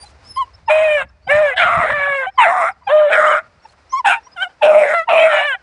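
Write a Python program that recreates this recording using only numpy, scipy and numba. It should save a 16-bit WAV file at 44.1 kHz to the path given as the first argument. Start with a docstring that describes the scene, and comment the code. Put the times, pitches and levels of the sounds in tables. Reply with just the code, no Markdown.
"""On a lawn, around a wire cage, excited puppies bay, bark, yip and whimper into an outdoor microphone. Bays
are clear stacks of overtones; barks are chaotic pulses ringing moving resonances. Most calls open or close with
a squeak, thin near-sine nasal whistles fill the gaps, and a thin tone rings inside one bark. Paws crackle in
the grass as grains of noise, and dull, smeared echoes return from far fences and trees. Filtered noise makes
the gusts that rumble on the microphone, a deep wavering hum and far-off air."""
import sys
import numpy as np
from scipy import signal
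from scipy.fft import rfft, irfft
from scipy.io import wavfile
from scipy.ndimage import uniform_filter1d, minimum_filter1d
from numba import njit

SR = 44100
rng = np.random.default_rng(int(sys.argv[2]) if len(sys.argv) > 2 else 0)


def materialize(psi):
    """Save the field psi as 16-bit PCM at rate SR to the path in sys.argv[1].

    A 1-D psi becomes a single channel; in a 2-D psi each row is a channel.
    """
    bounded = np.clip(np.atleast_2d(psi).T, -1, 1)
    quanta = np.round(bounded * 32767).astype(np.int16)
    wavfile.write(sys.argv[1], SR, quanta)


def attenuation_scalar(level_db):
    """Turn a level in dB into a linear amplitude multiplier (20 dB per decade)."""
    decades = np.asarray(level_db, float) / 20
    return 10 ** decades


N = 247842  # length [samples]


def rms_one(x):
    """Scale to an rms of 1."""
    return x / np.sqrt(np.mean(x ** 2) + 1e-20)


def evened(x, window_s):
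    """Divide by the local rms."""
    return x / np.sqrt(uniform_filter1d(x ** 2, max(int(window_s * SR), 8)) + 1e-12)


def band(x, low_hz, high_hz, order=2):
    """Keep the range between two frequencies."""
    return signal.sosfilt(signal.butter(order, [low_hz, high_hz], "band", fs=SR, output="sos"), x)


def coloured(x, spectrum):
    """Give a noise the spectrum of a table; rms 1."""
    hz, db = np.transpose(spectrum)
    grid = np.maximum(np.arange(len(x) // 2 + 1) * SR / len(x), 1)
    gain = attenuation_scalar(np.interp(np.log(grid), np.log(hz), db, left=-90, right=-90))
    return rms_one(irfft(rfft(x) * gain, len(x)))


def drift(size, rate_hz):
    """Slow chance: noise through two equal low-pass poles, rms 1."""
    r = np.exp(-2 * np.pi * rate_hz / SR)
    lead_in = 4000
    noise = rng.standard_normal(size + lead_in)
    return rms_one(signal.lfilter([1], [1, -2 * r, r * r], noise)[lead_in:])


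def flicker(size, db):
    """Gain that swells and sinks at random by a spread in dB."""
    return attenuation_scalar(db * drift(size, 50))


def turning(hz, jitter):
    """Phase of a slightly unsteady oscillator."""
    return 2 * np.pi * np.cumsum(hz * (1 + jitter * drift(len(hz), 83))) / SR


@njit
def glide(x, hz, width, rate):
    """A resonance whose centre and width move."""
    y = np.zeros(len(x))
    for i in range(2, len(x)):
        r = np.exp(-np.pi * width[i] / rate)
        drive = (1 - r * r) / 2 * (x[i] - x[i - 2])
        y[i] = drive + 2 * r * np.cos(2 * np.pi * hz[i] / rate) * y[i - 1] - r * r * y[i - 2]
    return y


def ring(x, centre_hz, first_width_hz, second_width_hz):
    """Two moving resonances in series, on one centre."""
    flat = np.ones(len(x))
    once = glide(x, centre_hz, first_width_hz * flat, SR)
    return glide(once, centre_hz, second_width_hz * flat, SR)


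def curve(table):
    """Draw a (time [s], level [dB]) table over the whole scene, in dB."""
    return np.interp(np.arange(N) / SR, *np.transpose(table))


def span(rows, fade_s=0.0013):
    """Sample range of one call, its fade (quick onset, softer release) and its columns per sample."""
    s, *columns = np.transpose(rows)
    at = np.arange(round(s[0] * SR), min(round(s[-1] * SR), N))
    fade = np.clip(np.minimum((at - at[0]) / (fade_s * SR), (at[-1] - at) / (0.011 * SR)), 0, 1)
    return at, fade, [np.interp(at / SR, s, c) for c in columns]


def arc(start, peak_s, length, db, rise_db, fall_db, first_hz, last_hz, arch=0):
    """Three rows (time [s], pitch [Hz], level [dB]) of a short call that swells, fades and glides."""
    share = np.clip(peak_s / length, .05, .95)
    peak_hz = (first_hz + share * (last_hz - first_hz)) * (1 + arch)
    return [(start, first_hz, db - rise_db),
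            (start + share * length, peak_hz, db),
            (start + length, last_hz, db - fall_db)]


# Colour of the far-off air: (frequency [Hz], relative density [dB per Hz])
AIR_COLOUR = [(150, -8.5), (300, -6), (700, -0.5), (1400, -5), (2400, -9), (3200, -16.5), (5000, -14),
              (6500, -23), (10500, -30.5)]
# Strength of the far-off air: (time [s], level [dB])
AIR_STRENGTH = [(0, -51), (.5, -55), (1.2, -63.5), (2.8, -61), (3.6, -56.5), (4.55, -55.5), (5.62, -59)]


def far_air():
    """Faint distant air: broad noise with a tilted spectrum and a slightly unsteady level."""
    return coloured(rng.standard_normal(N), AIR_COLOUR) * attenuation_scalar(curve(AIR_STRENGTH) + 1.5 * drift(N, 8))


# Deep hum that wavers: (time [s], level [dB])
HUM_STRENGTH = [(0.0, -48), (1.11, -51), (1.77, -54), (1.92, -43), (2.22, -60.5), (2.74, -57),
                (3.13, -67.5), (3.58, -63), (3.87, -56), (4.3, -69), (5.37, -88), (5.62, -65)]


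def hum():
    """A deep hum: a narrow band of low noise."""
    return rms_one(band(rng.standard_normal(N), 55, 88)) * attenuation_scalar(curve(HUM_STRENGTH))


# Gust strength on the microphone: (time [s], level of the flutter [dB])
GUSTS = [(0.0, -64), (0.32, -53), (0.52, -75), (0.68, -49.5), (0.76, -53.5), (1.04, -47), (1.18, -71),
         (1.3, -37), (1.38, -32), (1.5, -61.5), (1.78, -28), (1.88, -45), (1.91, -29), (1.96, -42.5),
         (2.36, -67), (2.4, -64.5)]
DEEP_DB, DEEP_FOLLOWS = -20, 0.74  # offset [dB] and dB per dB: the deep part rises more slowly than the flutter


def wind():
    """Wind on the microphone: low noise in lumps over a deeper rumble."""
    gust_db = curve(GUSTS)
    deep = rms_one(band(rng.standard_normal(N), 40, 96)) * attenuation_scalar(DEEP_DB + DEEP_FOLLOWS * gust_db)
    lumps = rng.standard_normal(N) * attenuation_scalar(6.2 * drift(N, 17))
    flutter = rms_one(band(lumps, 64, 190)) * attenuation_scalar(gust_db)
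    return deep + flutter


# Returns from far fences and trees: (delay [s], level [dB])
RETURNS = [(.045, -35), (.11, -59), (.19, -56), (.28, -56.5), (.4, -53)]
SHIMMER_DB = 4.5  # spread of each return: moving air makes it flicker


def echoes(x):
    """A few returns from a distance, dulled by a band filter and smeared by short noise bursts."""
    dull, out = band(x, 400, 2200), np.zeros(N)
    for s, db in RETURNS:
        smear = rms_one(rng.standard_normal(2600)) * np.hanning(2600) / np.sqrt(1000)
        lag = round(s * SR)
        returned = signal.fftconvolve(dull, smear)[:N - lag]
        out[lag:] += attenuation_scalar(db) * returned * attenuation_scalar(SHIMMER_DB * drift(N - lag, 40))
    return out


# Paws in grass: (start [s], rise [s], fall [s], peak level [dB])
PAWS = [(0.01, .035, 0.077, -51.5), (0.232, 0.049, 0.056, -56.5), (3.672, 0.037, 0.035, -58.5)]
RUSTLE_RANGE_DB = 6.5  # start and end lie this far below the peak


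def rustle():
    """Grass crackles in dense grains: noise with a fast random level."""
    out = np.zeros(N)
    for s, rise, fall, db in PAWS:
        edge_db = db - RUSTLE_RANGE_DB
        at, fade, (level_db,) = span([(s, edge_db), (s + rise, db), (s + rise + fall, edge_db)])
        grains = rng.standard_normal(len(at)) * attenuation_scalar(3.3 * drift(len(at), 81))
        out[at] += fade * attenuation_scalar(level_db) * rms_one(band(grains, 1000, 9500, order=1))
    return out


# Thin tones, mostly nasal whistles; the two rows near 3.3 s are a thin tone ringing inside a bark: (start [s],
# length [s], peak level [dB], first pitch [Hz], last pitch [Hz])
THIN_TONES = [(0.05, .035, -44, 4075, 4000), (0.24, 0.06, -44, 4930, 5500),
              (0.535, 0.029, -45, 5000, 5370), (0.66, 0.033, -48, 5000, 5300),
              (1.085, 0.02, -55, 5300, 5150), (1.225, 0.086, -54, 4450, 4980),
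              (2.305, 0.08, -63.5, 5270, 5270), (2.352, 0.029, -54, 5140, 4300),
              (2.705, 0.031, -55.5, 5600, 4430), (2.835, 0.058, -55, 4600, 5000),
              (3.26, 0.038, -27.5, 2700, 3170), (3.295, 0.054, -28.5, 3120, 2780),
              (3.5, 0.072, -71.5, 5150, 4510), (3.595, 0.023, -61, 4280, 4320),
              (3.62, 0.053, -54.5, 5490, 5450), (3.685, 0.026, -52.5, 4114, 4280),
              (3.895, 0.061, -38.5, 5500, 6860), (4.23, 0.058, -49, 5450, 5700),
              (4.315, 0.034, -46, 5000, 5000)]
# Pinched whistles, which carry an octave: (start [s], length [s], peak level [dB], first, last pitch [Hz])
PINCHED_WHISTLES = [(0.0, 0.049, -39.5, 4640, 4720), (0.285, 0.048, -34.5, 5170, 5210),
                    (0.33, 0.06, -39.5, 5280, 4740)]
PINCHED_OCTAVE_DB = -2.5  # under the fundamental
WHISTLE_PEAK, WHISTLE_RISE_DB, WHISTLE_FALL_DB = .55, 13, 11  # peak as a share of the length
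WHISTLE_ARCH = 0.015  # the pitch bulges by this share at the peak


def thin_tones(calls, octave):
    """Thin tones: a wavering near-sine and its octave, mostly air through the nose, once a thin tone inside a
    bark."""
    out = np.zeros(N)
    for s, length, db, first, last in calls:
        rows = arc(s, WHISTLE_PEAK * length, length, db, WHISTLE_RISE_DB, WHISTLE_FALL_DB,
                   first, last, WHISTLE_ARCH)
        at, fade, (hz, level_db) = span(rows)
        phase = 2 * np.pi * np.cumsum(hz * (1 + 0.0098 * drift(len(at), 90))) / SR
        out[at] += fade * np.sqrt(2) * attenuation_scalar(level_db) * (np.sin(phase) + octave * np.sin(2 * phase))
    return out


# Upper nose and mouth resonances: (centre [Hz], width of each stage [Hz], level [dB])
TREBLE_RESONANCES = [(5300, 1300, -3.5), (6980, 440, -2.5), (8070, 540, 0), (9110, 140, -2),
                     (10420, 500, -3.5)]
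HISS_FOLLOWS = 0.73  # treble rises with the mouth opening, dB per dB


def treble(source):
    """Upper resonances wander as the jaw moves, each flickering on its own; rms 1."""
    size, out = len(source), 0
    jaw = drift(size, 2.5)
    for hz, width, db in TREBLE_RESONANCES:
        centre = hz * (1 + 0.034 * jaw + 0.0061 * drift(size, 5.1))
        out = out + attenuation_scalar(db + 3.1 * drift(size, 27)) * rms_one(ring(source, centre, width, width))
    return rms_one(out)


# Colour of the roughness in a clear voice: (frequency [Hz], relative density [dB per Hz])
RASP_COLOUR = [(430, -19.5), (600, 15), (1300, 10), (2400, 4.5), (3000, 0.5), (4000, -5.5), (4500, -56)]
MOUTH_WIDTH_HZ, MOUTH_STEEPNESS = 580, 2.14  # scale and exponent of the resonance curve
SKIRT_DB_PER_OVERTONE = -2.5  # slope of the overtones away from the resonances
LOCKED_MOUTH_DB = 3  # weight of the mouth curve added to the locked lines


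def hump(pitch, centre):
    """Resonance curve of a mouth or nose, 1 at its centre."""
    return 1 / (1 + ((pitch - centre) / MOUTH_WIDTH_HZ) ** 2) ** MOUTH_STEEPNESS


def clear_voice(rows, locked_share, nose, jitter, skirt_db, top_hz, hiss_db, fade_s):
    """Steady vocal folds give overtones on one pitch, coloured by mouth and nose; a second vibration,
    locked four cycles to three, fills the gaps with lines a third of the pitch apart."""
    out = np.zeros(N)
    at, fade, (hz, db, open_db, mouth, rough) = span(rows, fade_s)
    size, phase = len(at), turning(hz, jitter)
    rough, lock = np.clip(rough, 0, 1), np.clip(locked_share, 0, 1)
    nose_hz, nose_db = nose

    shape = {}
    for k in range(2, 9):
        skirt = attenuation_scalar(skirt_db + SKIRT_DB_PER_OVERTONE * k)
        resonance = hump(k * hz, mouth) + attenuation_scalar(nose_db) * hump(k * hz, nose_hz)
        shape[k] = (skirt + resonance) / (1 + (k * hz / top_hz) ** 16)
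    # higher overtones flicker more
    upper = sum(g * flicker(size, min(0.77 * k, 5.5)) * np.sin(k * phase + k * k) for k, g in shape.items())
    upper = upper * np.sqrt(2 / sum(g * g for g in shape.values()))

    locked = 0
    for k in [k for k in range(4, 21) if k % 3]:
        line_hz = k * hz / 3
        colour = attenuation_scalar(np.interp(line_hz, *np.transpose(RASP_COLOUR)))
        colour = colour * (1 + attenuation_scalar(LOCKED_MOUTH_DB) * hump(line_hz, mouth))
        locked = locked + colour * flicker(size, 5.7) * np.sin(k * phase / 3 + k * k)
    puffs = rng.standard_normal(size) * (1 + 1.5 * np.cos(phase))  # breath noise in step with the folds
    grit = np.sqrt(lock) * rms_one(locked) + np.sqrt(1 - lock) * coloured(puffs, RASP_COLOUR)

    fundamental = flicker(size, 0.35) * np.sqrt(2) * np.sin(phase)
    voice = fundamental + attenuation_scalar(open_db) * (np.sqrt(1 - rough) * upper + np.sqrt(rough) * grit)
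    hiss = attenuation_scalar(hiss_db + HISS_FOLLOWS * open_db) * treble(puffs)
    out[at] = fade * attenuation_scalar(db) * (voice + hiss)
    return out


# Squeaks that open or close a call, or come alone:
# (start [s], length [s], peak level [dB], first pitch [Hz], last pitch [Hz])
SQUEAK_CALLS = [(0.025, 0.035, -39, 778, 865), (0.673, .048, -11, 964, 772),
                (1.265, 0.023, -18.5, 748, 794), (1.525, 0.054, -25, 707, 783),
                (2.257, 0.048, -17.5, 737, 795), (2.374, .075, 2.5, 1075, 835),
                (2.864, 0.034, -13.5, 841, 764), (3.643, 0.026, -32.5, 927, 840),
                (4.04, .045, -6, 965, 776), (4.115, 0.083, -19, 958, 883), (4.259, 0.028, -38, 1063, 957),
                (4.608, 0.033, -12.5, 927, 767), (5.069, 0.065, -14.5, 972, 826),
                (5.535, 0.042, -28.5, 752, 790)]
SQUEAK_ATTACK_S, SQUEAK_RISE_DB, SQUEAK_FALL_DB = 0.013, 41, 14
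SQUEAK_KNEE, SQUEAK_KNEE_DB = 0.48, 15.5  # at this share of the attack the level is this far under the peak
SQUEAK_OPENING_DB, SQUEAK_OPENS_DB = -16, 14  # the mouth opens further as the squeak fades
SQUEAK_EFFORT = 0.17  # louder squeaks open wider, dB per dB
SQUEAK_MOUTH_HZ, SQUEAK_ROUGH = 1750, 0.067  # rough share 0-1
SQUEAK_NOSE_HZ, SQUEAK_NOSE_DB = 2690, 1.5


def squeaks():
    """A sudden rise, a falling level and a mouth that opens on the way."""
    out = 0
    for s, length, db, first, last in SQUEAK_CALLS:
        start, peak, end = arc(s, SQUEAK_ATTACK_S, length, db, SQUEAK_RISE_DB, SQUEAK_FALL_DB, first, last)
        knee_s = s + SQUEAK_KNEE * (peak[0] - s)
        knee = (knee_s, (start[1] + peak[1]) / 2, db - SQUEAK_KNEE_DB)
        rows = []
        for row in (start, knee, peak, end):
            open_db = SQUEAK_OPENING_DB + SQUEAK_EFFORT * db + SQUEAK_OPENS_DB * (row[0] - s) / length
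            rows.append((*row, open_db, SQUEAK_MOUTH_HZ, SQUEAK_ROUGH))
        out = out + clear_voice(rows, 0, (SQUEAK_NOSE_HZ, SQUEAK_NOSE_DB), jitter=0.0055, skirt_db=-8.5,
                                top_hz=4000, hiss_db=-33.5, fade_s=0.001)
    return out


# Short yips, one list of rows each:
# (time [s], pitch [Hz], level of the fundamental [dB], mouth opening [dB], mouth resonance [Hz])
YIP_CALLS = [
    [(0.36, 1030, -43, 2, 3120), (0.366, 1040, -28, -18, 3120), (0.374, 1038, -16.5, -15.5, 3140),
     (0.398, 1091, -16.5, -20.5, 3150), (0.408, 1075, -14.5, -20.5, 3130), (0.426, 992, -16.5, -17.5, 3040),
     (0.455, 956, -51, -12.5, 2920)],
    [(3.92, 1036, -48, 2, 1420), (3.928, 1058, -26, -17, 1430), (3.938, 1054, -12.5, -29, 1710),
     (3.954, 1037, -16.5, -23.5, 2240), (3.988, 1128, -20.5, -13, 2320), (4.0, 1017, -16, -27, 2330),
     (4.01, 970, -22, -25, 2340), (4.02, 1047, -41, -12, 2350)],
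    [(4.36, 805, -46, -17, 1420), (4.366, 782, -37, 0.5, 1420), (4.38, 689, -38.5, 10, 1440),
     (4.398, 699.6, -38, 11, 1500), (4.432, 785, -26, 12.5, 1580), (4.454, 703, -35, 7.5, 1580),
     (4.47, 731, -28.5, -14, 1550), (4.485, 705, -41, 4, 1520)],
]
# Build of each yip: (nose resonance [Hz], its level [dB], overtones away from the resonances [dB])
YIP_THROATS = [(2100, -8.5, -11.5), (5180, -2.5, 0), (2980, -10, -30)]
YIP_ROUGH = 0.01  # share 0-1


def yips():
    """Short high calls with a tight, clean voice."""
    out = 0
    for rows, (*nose, skirt_db) in zip(YIP_CALLS, YIP_THROATS):
        rows = [(*row, YIP_ROUGH) for row in rows]
        out = out + clear_voice(rows, 0, nose, jitter=0.0035, skirt_db=skirt_db, top_hz=7670,
                                hiss_db=-28, fade_s=0.00092)
    return out


# Hoarse barks, one list of rows each: (time [s], throat pitch [Hz], throat level [dB], mouth opening [dB],
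# mouth resonance [Hz], muzzle resonance [Hz], lips as muzzle over mouth [dB], firm share [0-1])
BARK_CALLS = [
    [(1.56, 650, -36, 1.5, 1670, 2050, -3, 0.45), (1.576, 679.4, -22, 5.5, 1620, 2060, -8.5, 0.1),
     (1.62, 684.5, -15, 5.5, 1470, 2380, 0.5, 0), (1.65, 690, -20, 6.5, 1346, 2130, -14.5, 0.12),
     (1.808, 673, -21, 4.5, 1157, 2000, -7.5, 0.06), (1.848, 610.3, -16, -0.5, 1250, 1980, 1.5, 0.1),
     (1.9, 598.6, -18.5, -3, 1750, 1975, -0.5, 0.7), (1.94, 598, -29.5, 9.5, 1670, 1880, -5, 0.45)],
    [(2.385, 833.7, -36, 26.5, 1070, 2090, -16.5, 0.6), (2.417, 852, -12.5, 4, 990, 2115, 4, 1),
     (2.443, 787, -16.5, 4, 1510, 2240, -5, 0.7), (2.467, 693, -10.5, -5.5, 1330, 1890, 6.5, 0),
     (2.533, 725, -19, -0.5, 1086, 1840, -9, 0), (2.637, 672.4, -18, 2, 1230, 2110, -8.5, 0),
     (2.689, 720, -25.5, 8, 1346, 2186, -6.5, 0.2), (2.705, 785, -25.5, -6.5, 1390, 2130, -1, 0.45),
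     (2.73, 805, -44, -9, 1400, 2210, 0, 0.5)],
    [(3.1, 635.3, -17.5, -10, 1420, 2170, -9, 0.6), (3.132, 610.2, -16, 5, 1540, 2330, -6, 0),
     (3.19, 615, -12.5, -1.5, 1420, 1910, -6.5, 1), (3.244, 613.3, -14.5, 2.5, 1270, 1870, -9, 0.72),
     (3.352, 595.4, -18.5, 5, 1317, 2260, -16.5, 0.7), (3.392, 629, -31.5, 13, 1340, 2140, -12, 0.35),
     (3.43, 685, -54, -13, 1420, 2000, 8.5, 0.45)],
    [(4.045, 837, -28, -9.5, 1360, 2620, -5, 0.6), (4.059, 829, -4.5, -2, 1640, 2540, -3.5, 0.7),
     (4.093, 775.6, -13.5, 0, 1570, 2620, -4.5, 0.4), (4.113, 739, -16.5, 5, 1490, 2550, -2, 0),
     (4.141, 798, -28.5, 13.5, 1390, 2520, -1.5, 0.1), (4.175, 813, -34, -5.5, 1440, 2540, -2, 0.6),
     (4.19, 822, -48, -25, 1410, 2470, -3.5, 0.3)],
    [(4.62, 637.6, -26.5, 0, 1530, 2580, -11, 0), (4.634, 610, -8.5, -9, 1500, 2800, 11, 0.45),
     (4.68, 613.3, -9.5, -14, 1520, 2650, 0.5, 0.52), (4.73, 614, -6.5, -17.5, 1320, 2280, -4.5, 0.66),
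     (4.792, 609.2, -7, -16.5, 1300, 2250, 13.5, 0.83), (4.876, 581.4, -17.5, -2.5, 1580, 1990, 6, 0),
     (4.95, 637.5, -17, -1, 1320, 2010, -1.5, 0.2)],
    [(5.085, 742, -18.5, -4.5, 1110, 2280, -9, 0), (5.107, 660.9, -13, -7.5, 1340, 2550, -4, 0.3),
     (5.131, 644.4, -8, -13.5, 1210, 2600, 0, 0.1), (5.153, 652.8, -12, -6, 1056, 2430, 2.5, 0.45),
     (5.245, 630.4, -8, -10, 1440, 2350, 11.5, 0.8), (5.293, 650, -24, 5, 1400, 2240, -11, 0.55),
     (5.317, 617.7, -21.5, 3.5, 1350, 2170, -12, 1), (5.371, 607.7, -19, -1, 1420, 2330, -2, 0.67),
     (5.429, 750, -24.5, -4, 1750, 2330, 4, 0.3), (5.46, 684, -39.5, -10, 1740, 2060, -5, 0.5)],
]
# Build of each bark: (bite at the start [dB], treble hiss [dB])
BARK_THROATS = [(5.5, -31.5), (-4, -27.5), (-6.5, -30.5), (-0.5, -23), (1.5, -26.5), (5, -30)]
# the bite, a resonance above the mouth, rings at the start of a bark and then sinks
BITE_OVER_MOUTH, BITE_WIDTH_HZ = 1.97, 770  # ratio to the mouth resonance, width of the first stage
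BITE_RISE_S, BITE_FALL_DB, BITE_S = 0.0085, 25, .07  # time constant of the swell, depth and time of the sinking
UPPER_DB = -25
TEAR_DB, TEAR_SHARE = 1.5, .025  # the resonances swell, break up and wander


def barks():
    """Chaotic folds: uneven pulses near the throat pitch ring three moving resonances;
    part of the pitch stays firm."""
    out = np.zeros(N)
    for rows, (bite_db, hiss_db) in zip(BARK_CALLS, BARK_THROATS):
        at, fade, (throat, throat_db, open_db, mouth, muzzle, muzzle_db, firm) = span(rows)
        size, firm = len(at), np.clip(firm, 0, 1)
        since_start = np.arange(size) / SR

        cycles = np.cumsum(throat * (1 + .05 * drift(size, 60))) / SR
        pulses = np.diff(np.floor(cycles), prepend=0) * attenuation_scalar(0.73 * drift(size, 140))
        # strong and weak cycles in loose threes
        pulses *= 1 + 1.5 * np.cos(2 * np.pi * cycles / 3 + 2.43 * drift(size, 24.7))
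        breath = rng.standard_normal(size) * (1 + np.cos(2 * np.pi * cycles))
        source = rms_one(pulses) + .45 * breath

        loose = evened(ring(source, throat, 160, 300), 0.013)
        steady = np.sqrt(2) * np.sin(turning(throat, 0.015)) * attenuation_scalar(2.0 * drift(size, 30))
        voice = np.sqrt(firm) * steady + np.sqrt(1 - firm) * loose

        mouth = mouth * (1 + TEAR_SHARE * drift(size, 16))
        muzzle = muzzle * (1 + TEAR_SHARE * drift(size, 16))
        front = attenuation_scalar(muzzle_db) * flicker(size, TEAR_DB) * evened(ring(source, muzzle, 350, 600), 0.066)
        front -= evened(ring(source, mouth, 200, 600), 0.016)
        front /= np.hypot(1, attenuation_scalar(muzzle_db))

        sinking_db = bite_db - BITE_FALL_DB * (1 - np.exp(-since_start / BITE_S))
        swell = 1 - np.exp(-since_start / BITE_RISE_S)
        bite = evened(ring(source, BITE_OVER_MOUTH * mouth, BITE_WIDTH_HZ, 2 * BITE_WIDTH_HZ), 0.01)
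        front += attenuation_scalar(sinking_db) * swell * flicker(size, TEAR_DB) * bite
        upper = evened(band(source, 2700, 4000, order=3), 0.08)
        front += attenuation_scalar(UPPER_DB) * flicker(size, TEAR_DB) * upper

        chest = attenuation_scalar(-20.0) * rms_one(band(source, 190, 690))
        voice += attenuation_scalar(open_db) * front + chest
        # a valley lies under the treble resonances
        voice = band(attenuation_scalar(throat_db) * voice, 60, 3370, order=4)
        hiss = attenuation_scalar(throat_db + hiss_db + HISS_FOLLOWS * open_db) * treble(source)
        out[at] += fade * (voice + hiss)
    return out


# Clear bays, one list of rows each: (time [s], pitch [Hz], level of the fundamental [dB],
# mouth opening as overtones over fundamental [dB], mouth resonance [Hz], rough share [0-1, clipped])
BAY_CALLS = [
    [(0.69, 585.6, -15, 4.5, 2300, 0.54), (0.708, 610, -8.5, -2.5, 2450, 0.65),
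     (0.73, 617, -10.5, -8.5, 2330, 0.64), (0.84, 634.7, -12, -10.5, 2280, 0.5),
     (0.888, 613.3, -13, -8, 2190, 0.13), (0.964, 590, -14, -6.5, 1950, 0),
     (1.022, 523, -34.5, 14, 1570, 0.31), (1.06, 554, -50, -4.5, 1650, 1.1)],
    [(1.28, 494.3, -25.5, 9, 1650, 0), (1.316, 584.8, -12.5, 0.5, 1940, 0.1),
     (1.414, 620, -10, -13.5, 1510, 0.47), (1.454, 585, -11.5, -10, 1800, 0.14),
     (1.492, 557.4, -23, 5.5, 1750, 0.03), (1.522, 497.5, -27, 2, 1810, 0.13),
     (1.55, 507, -45.5, 18.5, 2000, 0.7)],
    [(1.9, 623, -13.5, 23, 1750, .6), (1.916, 548, -35.5, 10.5, 1700, .4), (1.942, 597, -23, 5, 1750, 0),
     (2.0, 566, -26.5, 8, 1940, 0.17), (2.08, 568.7, -23.5, 5.5, 1670, 0.08),
     (2.174, 546.7, -23, 4, 2080, 0), (2.222, 525, -25.5, 5, 1650, 0.04), (2.27, 497, -42.5, 19, 1480, 0.2)],
    [(2.885, 491.6, -21, 9.5, 972, 0.04), (2.919, 590, -11.5, -10, 1550, 0.35),
     (2.939, 613.4, -6.5, -15, 1250, 0.08), (3.031, 603.7, -9, -15.5, 1260, 0.39),
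     (3.081, 576.5, -12, -17.5, 1800, 0.42), (3.11, 606, -30.5, 10.5, 1510, 0.8)],
    [(4.93, 662.5, -12, -1, 1480, .5), (4.954, 687, -18.5, 3.5, 1630, 0.02),
     (4.996, 659, -20.5, 5.5, 1490, 0), (5.022, 643, -29.5, 5.5, 1480, 0), (5.05, 687, -60, 25, 1400, 0)],
    [(5.17, 580, -23.5, 7, 2620, .4), (5.218, 638.2, -1, -15, 2420, 0.05), (5.282, 647, -18, -11, 1970, 0),
     (5.322, 600, -13, -3.5, 1980, 0.56), (5.388, 569.3, -26.5, 11, 1950, 0.46),
     (5.472, 592, -26.5, 8, 1770, 0), (5.516, 533.5, -37, 19, 1650, 0.01),
     (5.56, 467, -59, 35.5, 1700, 0.01)],
]
# Build of each bay: (share of the roughness that is a locked second vibration [0-1],
# nose resonance [Hz], its level [dB], treble hiss [dB])
BAY_THROATS = [(0.62, 2600, -7, -28.5), (0.8, 2240, -12, -31.5), (0.9, 1300, -11, -35.5),
               (0.9, 3010, -15, -38.5), (.6, 1700, -3, -33.5), (0.7, 2920, -15, -29.5)]


def bays():
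    """Long clear calls: steady overtones, roughened by the locked second vibration."""
    out = 0
    for rows, (lock, *nose, hiss_db) in zip(BAY_CALLS, BAY_THROATS):
        out = out + clear_voice(rows, lock, nose, jitter=0.0055, skirt_db=-15.5, top_hz=4210,
                                hiss_db=hiss_db, fade_s=0.019)
    return out


def scene():
    """The open air, the small sounds and the pack with its echoes, on one microphone."""
    air = far_air() + hum() + wind()
    tones = thin_tones(THIN_TONES, octave=0) + thin_tones(PINCHED_WHISTLES, octave=attenuation_scalar(PINCHED_OCTAVE_DB))
    pack = squeaks() + yips() + barks() + bays()
    # small throats radiate little below their pitch
    small = band(pack, 397, 16000, order=3) + attenuation_scalar(-11.5) * band(pack, 140, 230, order=3)
    return (air + echoes(small) + rustle() + tones + small)[None]


def band_limit(x):
    """A steep low-pass at the top of the band."""
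    return signal.sosfilt(signal.butter(12, 11010, fs=SR, output="sos"), x)


def record(dry):
    """The top of the microphone signal is cut; a fast limiter holds the peaks under the ceiling."""
    cut = signal.sosfilt(signal.cheby2(10, 50, 11400, fs=SR, output="sos"), dry)  # stopband from 11400 Hz
    room = minimum_filter1d(np.minimum(1, .98 / (np.abs(cut) + 1e-9)), size=441)
    mix = cut * uniform_filter1d(room, size=221)
    return band_limit(mix)


dry = scene()
out = record(dry)
materialize(out)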